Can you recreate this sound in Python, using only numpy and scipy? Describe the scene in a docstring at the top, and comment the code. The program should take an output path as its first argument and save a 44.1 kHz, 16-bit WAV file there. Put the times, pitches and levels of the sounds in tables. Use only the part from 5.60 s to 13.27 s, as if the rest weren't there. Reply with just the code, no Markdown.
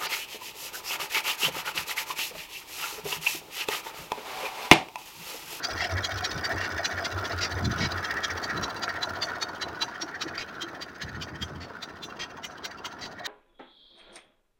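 """Sharp chuffs of gas, five a second, from a big old diesel outdoors, the microphone close to its head.
Each turn brings one sharp chuff, two softer ones, a low intake gulp and six knocks; now and then comes
a longer, harsh bark. Gears whirr, valve gear clinks and a few gusts buffet the microphone. We walk past
the rattling injection pump to the radiator, where the engine is quieter and the fan's rush comes up."""
import sys
import numpy as np
from scipy import signal
from scipy.fft import rfft, irfft, next_fast_len
from scipy.io import wavfile
from scipy.ndimage import uniform_filter1d, map_coordinates

SR = 44100
rng = np.random.default_rng(int(sys.argv[2]) if len(sys.argv) > 2 else 0)


def digitize_waveform(pressure):
    """Quantize a signal to 16-bit integers and store it at the path in sys.argv[1].

    Rows of a 2-D input are taken as channels; values are limited to [-1, 1].
    """
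    field = np.atleast_2d(pressure).T
    bounded = np.clip(field, -1, 1)
    quanta = np.round(bounded * 32767).astype(np.int16)
    wavfile.write(sys.argv[1], SR, quanta)


N = 338247
TIME = np.arange(N) / SR


def amp(db):
    """Decibels to gain."""
    return 10 ** (np.asarray(db) / 20)


def unit(x):
    """Scale to rms 1."""
    return x / np.sqrt(np.mean(x ** 2) + 1e-20)


def loudness(x, size):
    """Running rms over size samples."""
    return np.sqrt(abs(uniform_filter1d(x ** 2, size)) + 1e-14)


def along(table, times, column=1):
    """One column of a (time [s], ...) table at these times."""
    columns = np.transpose(table)
    return np.interp(times, columns[0], columns[column])


def between(start, end):
    """The samples from start to end, in seconds."""
    return slice(*np.searchsorted(TIME, [start, end]))


def scatter(times, spread_db):
    """A random level offset for each of these times."""
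    return spread_db * rng.standard_normal(len(times))


def wobble(rate):
    """A smooth random curve with rate knots a second."""
    knots = rng.standard_normal(int(N * rate / SR) + 4)
    steps = np.arange(0, len(knots) - 1, 1 / 8)
    return np.interp(TIME * rate, steps, map_coordinates(knots, [steps]))


def turbulence(rough_db, rate):
    """White noise that sputters in brief random bursts."""
    return unit(rng.standard_normal(N) * amp(rough_db * wobble(rate)))


def filtered(x, response):
    """Filter x by a gain that depends on frequency."""
    size = next_fast_len(len(x) + 8192)
    return irfft(rfft(x, size) * response(np.fft.rfftfreq(size, 1 / SR)), size)[:len(x)]


def colour(x, points):
    """Shape x by (frequency [Hz], level [dB]) points on a log axis; rms 1."""
    freqs, db = np.transpose(points)
    return unit(filtered(x, lambda hz: amp(np.interp(np.log(hz + 1), np.log(freqs), db))))


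def resonate(x, modes):
    """Pass x through (frequency [Hz], width [Hz], level [dB]) resonances; rms 1."""
    def response(f):
        return sum(amp(db) * 1j * f * width / (hz * hz - f * f + 1j * f * width)
                   for hz, width, db in modes)
    return unit(filtered(x, response))


def swell(t, rise, fall):
    """A rounded peak at t = 0 with exponential flanks; rise and fall in seconds."""
    return np.exp(1 - np.sqrt(1 + (t / np.where(t < 0, rise, fall)) ** 2))


def puffs(times, levels_db, rise, fall):
    """The envelope of a row of puffs."""
    out = np.zeros(N)
    for s, db in zip(times, levels_db):
        near = between(s - .1, s + .15)
        out[near] += amp(db) * swell(TIME[near] - s, rise, fall)
    return out


# The engine's slightly drifting idle: (time [s], speed [turns/s])
IDLE_SPEED = [(0, 4.942), (1.5, 4.991), (2.7, 5.093), (3.7, 5.077), (4.8, 4.982), (5.5, 4.996),
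              (6.3, 4.888), (7.2, 4.866), (7.67, 4.998)]
FIRST_CHUFF_S = .047

def moments(share):
    """The time at which each turn has gone through this share of its round."""
    clock = np.arange(0, N / SR + .5, .001)
    turns = np.cumsum(along(IDLE_SPEED, clock)) * clock[1]
    turns -= np.interp(FIRST_CHUFF_S, clock, turns)
    return np.interp(np.arange(np.interp(N / SR, clock, turns)) + share, turns, clock)


def castings(x, echo, spread_s):
    """Short reflections between the castings comb the sound, differently at each place on the walk."""
    places, spacing = np.linspace(0, N / SR, num=20, retstep=True)
    out = np.zeros(N)
    for place in places:
        near = np.flatnonzero(abs(TIME - place) < spacing)
        delays, gains = rng.uniform(.0004, spread_s, size=6), rng.normal(0, echo, size=6)
        echoes = sum(gain * x[near - int(delay * SR)] for delay, gain in zip(delays, gains))
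        crossfade = np.sqrt(1 - abs(TIME[near] - place) / spacing)
        out[near] += unit(x[near] + echoes) * crossfade
    return unit(out)


# Air through the radiator: (frequency [Hz], level [dB])
FAN_SPECTRUM = [(20, -18), (55, -8), (110, -5.5), (190, 3), (280, 1.5), (450, -14), (1500, -44)]
# The fan comes up as the microphone nears it: (time [s], level [dB])
FAN_APPROACH = [(3, -64.5), (5, -55.5), (7, -55.5)]

def fan():
    """The cooling fan pushes a low, uneven rush of air through the radiator."""
    level_db = along(FAN_APPROACH, TIME) + 1.75 * wobble(9)
    return amp(level_db) * colour(rng.standard_normal(N), FAN_SPECTRUM)


# Wind right on the microphone: (time [s], length [s], buffet [dB], rumble [dB])
MIC_GUSTS = [(0.77, 0.042, -36.5, -45), (2.069, 0.096, -25.5, -72), (2.14, 0.11, -44, -57),
             (2.234, 0.089, -29, -48), (2.985, 0.13, -36, -61), (5.455, 0.076, -39.5, -54),
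             (5.582, 0.14, -40.5, -44.5), (5.74, 0.073, -41, -54), (5.826, 0.053, -39, -37.5),
             (5.96, 0.18, -42.5, -44.5)]
# Its buffet and its deep rumble: (frequency [Hz], level [dB])
BUFFET_SPECTRUM = [(20, -36), (60, -3), (140, 5.5), (220, -2), (350, -8), (800, -74)]
RUMBLE_SPECTRUM = [(15, -6), (40, 0), (60, 7), (85, 30), (160, -47)]

def wind():
    """Brief gusts buffet the microphone, some with a deep rumble."""
    buffet = colour(rng.standard_normal(N), BUFFET_SPECTRUM)
    rumble = colour(rng.standard_normal(N), RUMBLE_SPECTRUM)
    buffet /= loudness(buffet, size=2200)
    rumble /= loudness(rumble, size=4400)
    return sum((amp(db) * buffet + amp(deep_db) * rumble) * np.exp(-(2 * (TIME - s) / length) ** 2)
               for s, length, db, deep_db in MIC_GUSTS)


# The pump's housing: (frequency [Hz], width [Hz], level [dB])
PUMP_MODES = [(916, 41, 1.5), (960, 65, 6.5), (1060, 110, -13)]

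def injection_pump():
    """The pump rattles three times a turn, loudest as the microphone passes it halfway along."""
    passing_db = np.interp(TIME, [0, 2.3, 3.2, 4.2, 4.8, 7.6], [-82, -53, -47.5, -45.5, -63, -53.5])
    plungers = sum(puffs(moments(k / 3), scatter(moments(0), spread_db=3), rise=.006, fall=.012)
                   for k in range(3))
    rattle = turbulence(rough_db=3.5, rate=220) * plungers
    rattle = colour(rattle, [(400, -18), (800, -4), (1100, 2), (2000, -26)])
    return amp(passing_db) * resonate(rattle, PUMP_MODES)


# Relative levels from head to radiator: (time [s], knocks [dB], hollow ring [dB], gears [dB], air [dB])
MACHINERY_WALK = [(0, -45.5, -42.5, -39.5, -55), (.9, -43.5, -42, -38.5, -56), (2.4, -44, -48, -37, -56),
                  (3.5, -45.5, -42, -39.5, -61), (4.5, -49, -48.5, -43, -67), (5.8, -51, -58.5, -48, -70),
                  (7.2, -53, -55, -48, -85), (7.67, -55, -44, -49, -85)]
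# The gears' whirr and the hiss of air: (frequency [Hz], level [dB])
GEAR_SPECTRUM = [(500, -20.5), (1000, -12), (1180, -8.5), (1340, 4), (1480, 3.5), (1630, -4.5), (1880, -9),
                 (2050, -17), (2180, -17), (2450, -19), (5000, -23.5), (8000, -46.5)]
AIR_SPECTRUM = [(2000, -29), (6000, 10.5), (8000, -2.5), (11000, 0), (13700, -5), (15000, 9), (15800, 4)]

def gears():
    """Gear teeth whirr under an uneven load, and twelve small ticks a turn ride on a hiss of air."""
    turns = moments(0)
    ticks = np.zeros(N)
    for k in range(12):
        times = moments(.03 + k / 12) + rng.normal(0, .002, len(turns))
        ticks += puffs(times, scatter(turns, spread_db=3), rise=.0005, fall=.002)
    load = amp(1.6 * wobble(22))
    teeth = turbulence(rough_db=1.5, rate=160) * load * (1 + ticks)
    whirr = castings(colour(teeth, GEAR_SPECTRUM), echo=.37, spread_s=.012)
    air = colour(rng.standard_normal(N) * (.2 + ticks), AIR_SPECTRUM)
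    gear_db = along(MACHINERY_WALK, TIME, column=3) - .5
    air_db = along(MACHINERY_WALK, TIME, column=4) + .5
    return amp(gear_db) * whirr + amp(air_db) * air


# The shaken engine block: (frequency [Hz], level [dB])
BLOCK_SPECTRUM = [(35, -47), (70, -4.5), (120, -4), (240, -4.5), (350, 1), (440, -0.5), (520, -3),
                  (690, -2.5), (900, -4.5), (1100, -3.5), (1600, -15), (2400, -27), (5000, -82)]

def knocks():
    """Six knocks a turn shake the block, over a rough, continuous shudder."""
    turns = moments(0)
    blows = sum(puffs(moments(.055 + k / 6), scatter(turns, spread_db=2), rise=.001, fall=.006)
                for k in range(6))
    shaking = turbulence(rough_db=2.26, rate=250) * amp(1.83 * wobble(14)) * (blows + 1.55)
    return amp(along(MACHINERY_WALK, TIME) + 4) * colour(shaking, BLOCK_SPECTRUM)


# Blows on a hollow housing: (place in the turn [turns], level [dB])
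HOUSING_BLOWS = [(.05, 1), (.21, 1), (.32, -0.5), (.39, -8.5), (.72, 2), (.88, 0.5)]
# Its resonances: (frequency [Hz], width [Hz], level [dB])
HOUSING_MODES = [(633, 27, -9.5), (685.6, 38, 8), (719, 29, 8)]

def hollow_ring():
    """The knocks make a hollow housing ring in uneven surges."""
    turns = moments(0)
    blows = sum(puffs(moments(share), db + scatter(turns, spread_db=5.5), rise=.0045, fall=.011)
                for share, db in HOUSING_BLOWS)
    drive = colour(rng.standard_normal(N), [(300, -32), (600, 1), (800, -1.5), (1400, -32)])
    ring = resonate(drive, HOUSING_MODES) * (blows + .24)  # it hums on between knocks
    return amp(along(MACHINERY_WALK, TIME, column=2) - 1.5) * unit(ring)


# Louder hollow clonks: (time [s], pitch [Hz], relative level [dB])
HEAVY_BLOWS = [(.305, 664, -37.5), (.626, 724, -37.5), (.9, 673, -34), (1.705, 670, -38.5),
               (4.433, 337, -40), (4.656, 323, -40.5), (5.037, 340, -40)]

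def clonks():
    """Now and then a heavier blow rings a hollow part of the engine, with a rough, wavering tone."""
    out = np.zeros(N)
    waver = .8 * wobble(110)
    for s, hz, db in HEAVY_BLOWS:
        near = between(s - .03, s + .15)
        t = TIME[near] - s
        tone = np.sin(2 * np.pi * hz * t + waver[near])
        out[near] += amp(db + 5.5) * swell(t - .003, rise=.006, fall=.014) * tone
    return out


# The ring of rockers and push rods: (frequency [Hz], level [dB])
ROCKER_MODES = [(2250, -3), (3500, -3), (4300, -8.5), (5050, 2), (5900, -4), (8100, -19.5), (11500, -25)]

def valve_gear():
    """Rockers and push rods clink unevenly nine times a turn, plain only close to the cylinder head."""
    out = np.zeros(N)
    times = np.concatenate([moments(k / 9) for k in range(9)])
    for s in times + rng.normal(0, .005, len(times)):
        near = between(s, s + .04)
        t = TIME[near] - s
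        close_db = np.interp(s, [0, 1.2, 2.2, 4, 6], [-36.5, -42, -44.5, -63.5, -63])
        chance = rng.standard_normal((len(ROCKER_MODES), 2))  # each blow has its own mix and tuning
        ring = sum(amp(db + 3.5 * loud) * np.sin(2 * np.pi * hz * (1 + .03 * shift) * t)
                   for (hz, db), (loud, shift) in zip(ROCKER_MODES, chance))
        out[near] += amp(close_db) * (1 - np.exp(-t / .001)) * np.exp(-t / .005) * ring
    return out


# Sharp metallic clanks, and the ringing cracks that open some barks:
# (time [s], pitch [Hz], relative level [dB])
CLANKS_AND_CRACKS = [(.161, 1880, -52), (0.206, 1960, -24.5), (1.012, 1860, -24), (1.565, 1470, -36),
                     (2.21, 1890, -29), (2.357, 1415, -30), (2.754, 1400, -36), (3.279, 1355, -26),
                     (3.67, 1420, -36), (4.779, 4730, -28), (7.246, 1350, -32)]

def clanks_and_cracks():
    """Each clank or crack is a short ring with a spray of noise."""
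    spray = colour(rng.standard_normal(N),
                   [(400, -7), (1500, 10), (5500, -18), (8000, -23), (15000, -26)])
    out = np.zeros(N)
    for s, hz, db in CLANKS_AND_CRACKS:
        near = between(s, s + .06)
        t = TIME[near] - s
        ring = np.sin(2 * np.pi * hz * t) + .5 * np.sin(2 * np.pi * .99 * hz * t)
        envelope = (1 - np.exp(-t / .00053)) * np.exp(-t / .0053)
        out[near] += amp(db + 2) * envelope * (ring + .5 * spray[near])
    return out


# The intake pipe's air column: (frequency [Hz], width [Hz], level [dB])
INTAKE_MODES = [(90.3, 6.4, 18), (157, 12, 3.5), (210, 12, -7)]

def gulps(gulp_db):
    """Between main chuffs a draught of air booms in the intake pipe."""
    draught = colour(rng.standard_normal(N), [(25, -11), (75, 17), (220, -15.5), (500, -17)])
    boom = resonate(draught, INTAKE_MODES)
    # the air column is driven hard, so its strength varies less than that of free noise
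    boom = unit(boom / (loudness(boom, size=1300) + .11))
    return boom * puffs(moments(.48), gulp_db + 3, rise=.015, fall=.038)


# Thin rings: (place in the turn [turns], frequency [Hz], width [Hz], relative level [dB])
THIN_RINGS = [(.08, 6000, 200, -14.5), (.36, 6000, 150, -25), (.66, 3120, 120, -19),
              (.98, 3000, 200, -10.5)]
# They are plainest from the front: (time [s], gain [dB])
THIN_RING_WALK = [(0, -7.5), (4.5, -11.5), (6.8, -4)]

def singing(times, main_db):
    """Thin metallic rings linger after the chuffs, following the main chuff's level."""
    walk_db = main_db + along(THIN_RING_WALK, times)
    out = np.zeros(N)
    for share, hz, width, db in THIN_RINGS:
        ring = resonate(rng.standard_normal(N), [(hz, width, 0)])
        ring_db = walk_db + db + scatter(times, spread_db=4.5)
        out += ring * puffs(moments(share), ring_db, rise=.0043, fall=.012)
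    return out


# The top of the jet's hiss: (frequency [Hz], level [dB])
SIZZLE_SPECTRUM = [(4000, -20), (6500, 6), (7600, 5), (9000, -10), (11000, -7), (11600, 1), (12500, -8),
                   (13700, -17), (15200, 6)]
# That hiss at the microphone, against its chuff: (time [s], level [dB]) and (time [s], delay [s])
SIZZLE_WALK = [(1, -22), (3, -37), (5, -18), (6.9, -9)]
SIZZLE_LAG = [(4, 0.0016), (7, 0.006)]

def sizzle(times, main_db):
    """The highest hiss of each jet is beamed forward, so it stands out in front of the radiator."""
    hiss = colour(turbulence(rough_db=2.5, rate=500), SIZZLE_SPECTRUM)
    arrivals = times + along(SIZZLE_LAG, times)
    return hiss * puffs(arrivals, main_db + along(SIZZLE_WALK, times), rise=.0057, fall=.0036)


# The pipework's resonances: (frequency [Hz], width [Hz], level [dB])
PIPE_MODES = [(1690, 82, -17), (1889, 155, 6.5), (2212, 114, 5.5), (2640, 57, -28.5)]

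def pipe_ring(times, soft_db):
    """Every chuff sets the pipework ringing, most clearly beside the cylinder head."""
    ring_db = soft_db + np.interp(times, [1, 2, 5, 7], [-1.9, -5, -.86, -8])
    blows = sum(puffs(moments(share), ring_db + db + scatter(times, spread_db=4.5), rise=.014, fall=.0074)
                for share, db in [(0, 2.6), (.33, 2), (.67, .5)])
    drive = colour(rng.standard_normal(N), [(900, -20), (1700, 13.5), (2800, -14), (4500, -17)])
    ring = resonate(drive, PIPE_MODES)
    return blows * unit(ring / (loudness(ring, size=1300) + .26))


# Harsh barks of gas: (time [s], length [s], blast [dB], pipe ring [dB])
BARK_BLASTS = [(0.192, 0.075, -33.5, -35.5), (1.002, 0.062, -33.5, -43), (1.806, 0.054, -26.5, -65),
               (2.201, 0.065, -31.5, -30.5), (4.774, 0.05, -34.5, -43), (6.001, 0.051, -42, -49),
               (6.59, 0.055, -35, -45), (7.406, 0.061, -36, -72)]
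# The blast: (frequency [Hz], level [dB])
BARK_SPECTRUM = [(300, 1), (1200, -2), (1900, 2.5), (2900, 1.5), (4000, -1), (5000, 5.5), (6400, -10),
                 (7500, -12.5), (9000, -27.5), (15300, -27)]

def barks():
    """A sputtering blast, held for some hundredths of a second, rings the pipework."""
    sputter = colour(turbulence(rough_db=2.5, rate=320), BARK_SPECTRUM)
    blast = castings(sputter, echo=1, spread_s=.01)
    ring = resonate(blast, PIPE_MODES)
    out = np.zeros(N)
    for s, length, db, ring_db in BARK_BLASTS:
        near = between(s, s + .2)
        t = TIME[near] - s
        held = (1 - np.exp(-t / .0052)) / (1 + np.exp((t - length) / .007))
        out[near] += held * (amp(db) * blast[near] + amp(ring_db) * ring[near])
    return out


# The softer jets: (frequency [Hz], level [dB])
SOFT_CHUFF_SPECTRUM = [(900, -28), (2000, -11), (2600, 6.5), (3300, 4.5), (5000, 5), (6300, -1.5),
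                       (7300, -11), (9000, -14), (13500, -24), (15300, -8)]

def soft_chuffs(soft_db):
    """The other cylinders blow more softly, a third and two thirds of a turn after the main chuff."""
    out = np.zeros(N)
    for share, db in [(.32, -1.5), (.655, -3.5)]:
        sputter = colour(turbulence(rough_db=5.5, rate=620), SOFT_CHUFF_SPECTRUM)
        jet = castings(sputter, echo=.99, spread_s=.006)
        out += jet * puffs(moments(share), soft_db + db, rise=.0062, fall=.0061)
    return out


# The iron head and manifold: (frequency [Hz], level [dB])
IRON_MODES = [(2003, -13), (2116, 3), (2476, 4), (2745, 9), (2945, -1), (3214, 6), (3515, -4.5), (3704, -2),
              (3849, -9), (3994, 8.5), (4436, 4), (4630, 6), (4910, -3.5), (5044, -8), (5313, -32),
              (5599, 5.5), (5879, -1.5), (6067, 0.5), (6331, 4), (6632, -3), (6788, -36), (7079, -38)]

def iron(jets, width_hz, wander_db):
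    """The jets ring the iron; each mode comes and goes as the microphone moves. The level is kept."""
    ring = np.zeros(N)
    for hz, db in IRON_MODES:
        mode = signal.lfilter(*signal.iirpeak(hz, hz / width_hz, SR), jets)
        ring += amp(db + wander_db * np.tanh(wobble(4))) * mode
    ring *= loudness(jets, size=8820) / loudness(ring, size=8820)
    both = ring + jets
    return both * np.std(jets) / np.std(both)


def facing(jets):
    """Over the head the jets sound hollow near 2.7 kHz; from the front they fill out and lose edge."""
    body = filtered(jets, lambda hz: np.exp(-((hz - 2700) / 520) ** 2))
    edge = filtered(jets, lambda hz: np.exp(-((hz - 4500) / 900) ** 2))
    body_db = np.interp(TIME, [0, 3, 5, 7], [-6, -7.5, 0, -3])
    edge_db = np.interp(TIME, [4, 7], [-.3, -3.5])
    return jets + body * (amp(body_db) - 1) + edge * (amp(edge_db) - 1)


# Relative levels from head to radiator: (time [s], main chuff [dB], soft chuffs [dB], gulp [dB])
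GAS_WALK = [(0, -26, -34, -41), (.85, -26, -34.5, -36.5), (1.9, -31, -38.5, -39.5),
            (2.5, -25.5, -34, -48.5), (3.4, -25.5, -39, -51.5), (4.3, -29, -44, -69),
            (6.2, -34, -49, -60.5), (6.9, -33.5, -49.5, -62), (7.67, -31.5, -42.5, -67)]
BARK_REACH_S, BARK_ROBS_DB = .1, 17.5  # a bark takes the gas from a main chuff within its reach

def strokes():
    """Each turn's time and the levels of its main chuff, soft chuffs and gulp."""
    times = moments(0)
    bark_times = np.array(BARK_BLASTS)[:, 0]
    barking = np.any(abs(times[:, None] - bark_times) < BARK_REACH_S, axis=1)
    main_db = along(GAS_WALK, times, column=1) + scatter(times, spread_db=2.66) - BARK_ROBS_DB * barking
    soft_db = along(GAS_WALK, times, column=2) + scatter(times, spread_db=1)
    gulp_db = along(GAS_WALK, times, column=3) + scatter(times, spread_db=3.8)
    return times, main_db, soft_db, gulp_db


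# The main jet: (frequency [Hz], level [dB])
CHUFF_SPECTRUM = [(500, -34), (1300, 7), (2200, 1), (2700, -2.5), (3300, 4.5), (4600, 1), (6200, -3.5),
                  (7200, -10.5), (8500, -22.5), (13500, -25), (15300, -23)]
# Its tail, longer toward the radiator: (time [s], fall time [s])
CHUFF_TAIL = [(3.5, .005), (7, 0.0081)]
# Its strongest resonance, lower toward the radiator: (time [s], pitch [Hz])
WHISTLE_PITCH = [(0, 4410), (3.5, 4074), (5.5, 3680), (7, 3180)]
WHISTLE_SCATTER, WHISTLE_WIDTH_HZ, WHISTLE_DB = .151, 61, -4  # scatter as a share of the pitch

def main_chuffs(times, levels_db):
    """Once a turn gas jets out, whistling, through a valve that opens and closes smoothly."""
    sputter = colour(turbulence(rough_db=-1.5, rate=1100), CHUFF_SPECTRUM)
    jet = castings(sputter, echo=1, spread_s=.006)
    pitches = along(WHISTLE_PITCH, times) * np.exp(WHISTLE_SCATTER * rng.standard_normal(len(times)))
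    out = np.zeros(N)
    for s, db, hz in zip(times, levels_db, pitches):
        near = between(s - .08, s + .12)
        t = TIME[near] - s
        whistle = resonate(rng.standard_normal(len(t)), [(hz, WHISTLE_WIDTH_HZ, 0)])
        envelope = swell(t, rise=.0059, fall=along(CHUFF_TAIL, s))
        out[near] += amp(db) * envelope * (jet[near] + amp(WHISTLE_DB) * whistle)
    return out


def scene():
    """The engine in the open air, on one microphone carried from cylinder head to radiator."""
    times, main_db, soft_db, gulp_db = strokes()
    jets = main_chuffs(times, main_db) + soft_chuffs(soft_db) + barks()
    gas = facing(iron(jets, width_hz=48, wander_db=12)) + sizzle(times, main_db)
    gas += pipe_ring(times, soft_db) + singing(times, main_db) + gulps(gulp_db)
    metal = knocks() + hollow_ring() + gears() + injection_pump() + valve_gear()
    return (gas + metal + clanks_and_cracks() + clonks() + fan() + wind())[None]


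TOP_HZ = 15850

def record(dry):
    """The recorder keeps nothing above its band limit."""
    return np.array([filtered(channel, lambda hz: hz < TOP_HZ) for channel in dry])


dry = scene()
out = record(dry)
digitize_waveform(out)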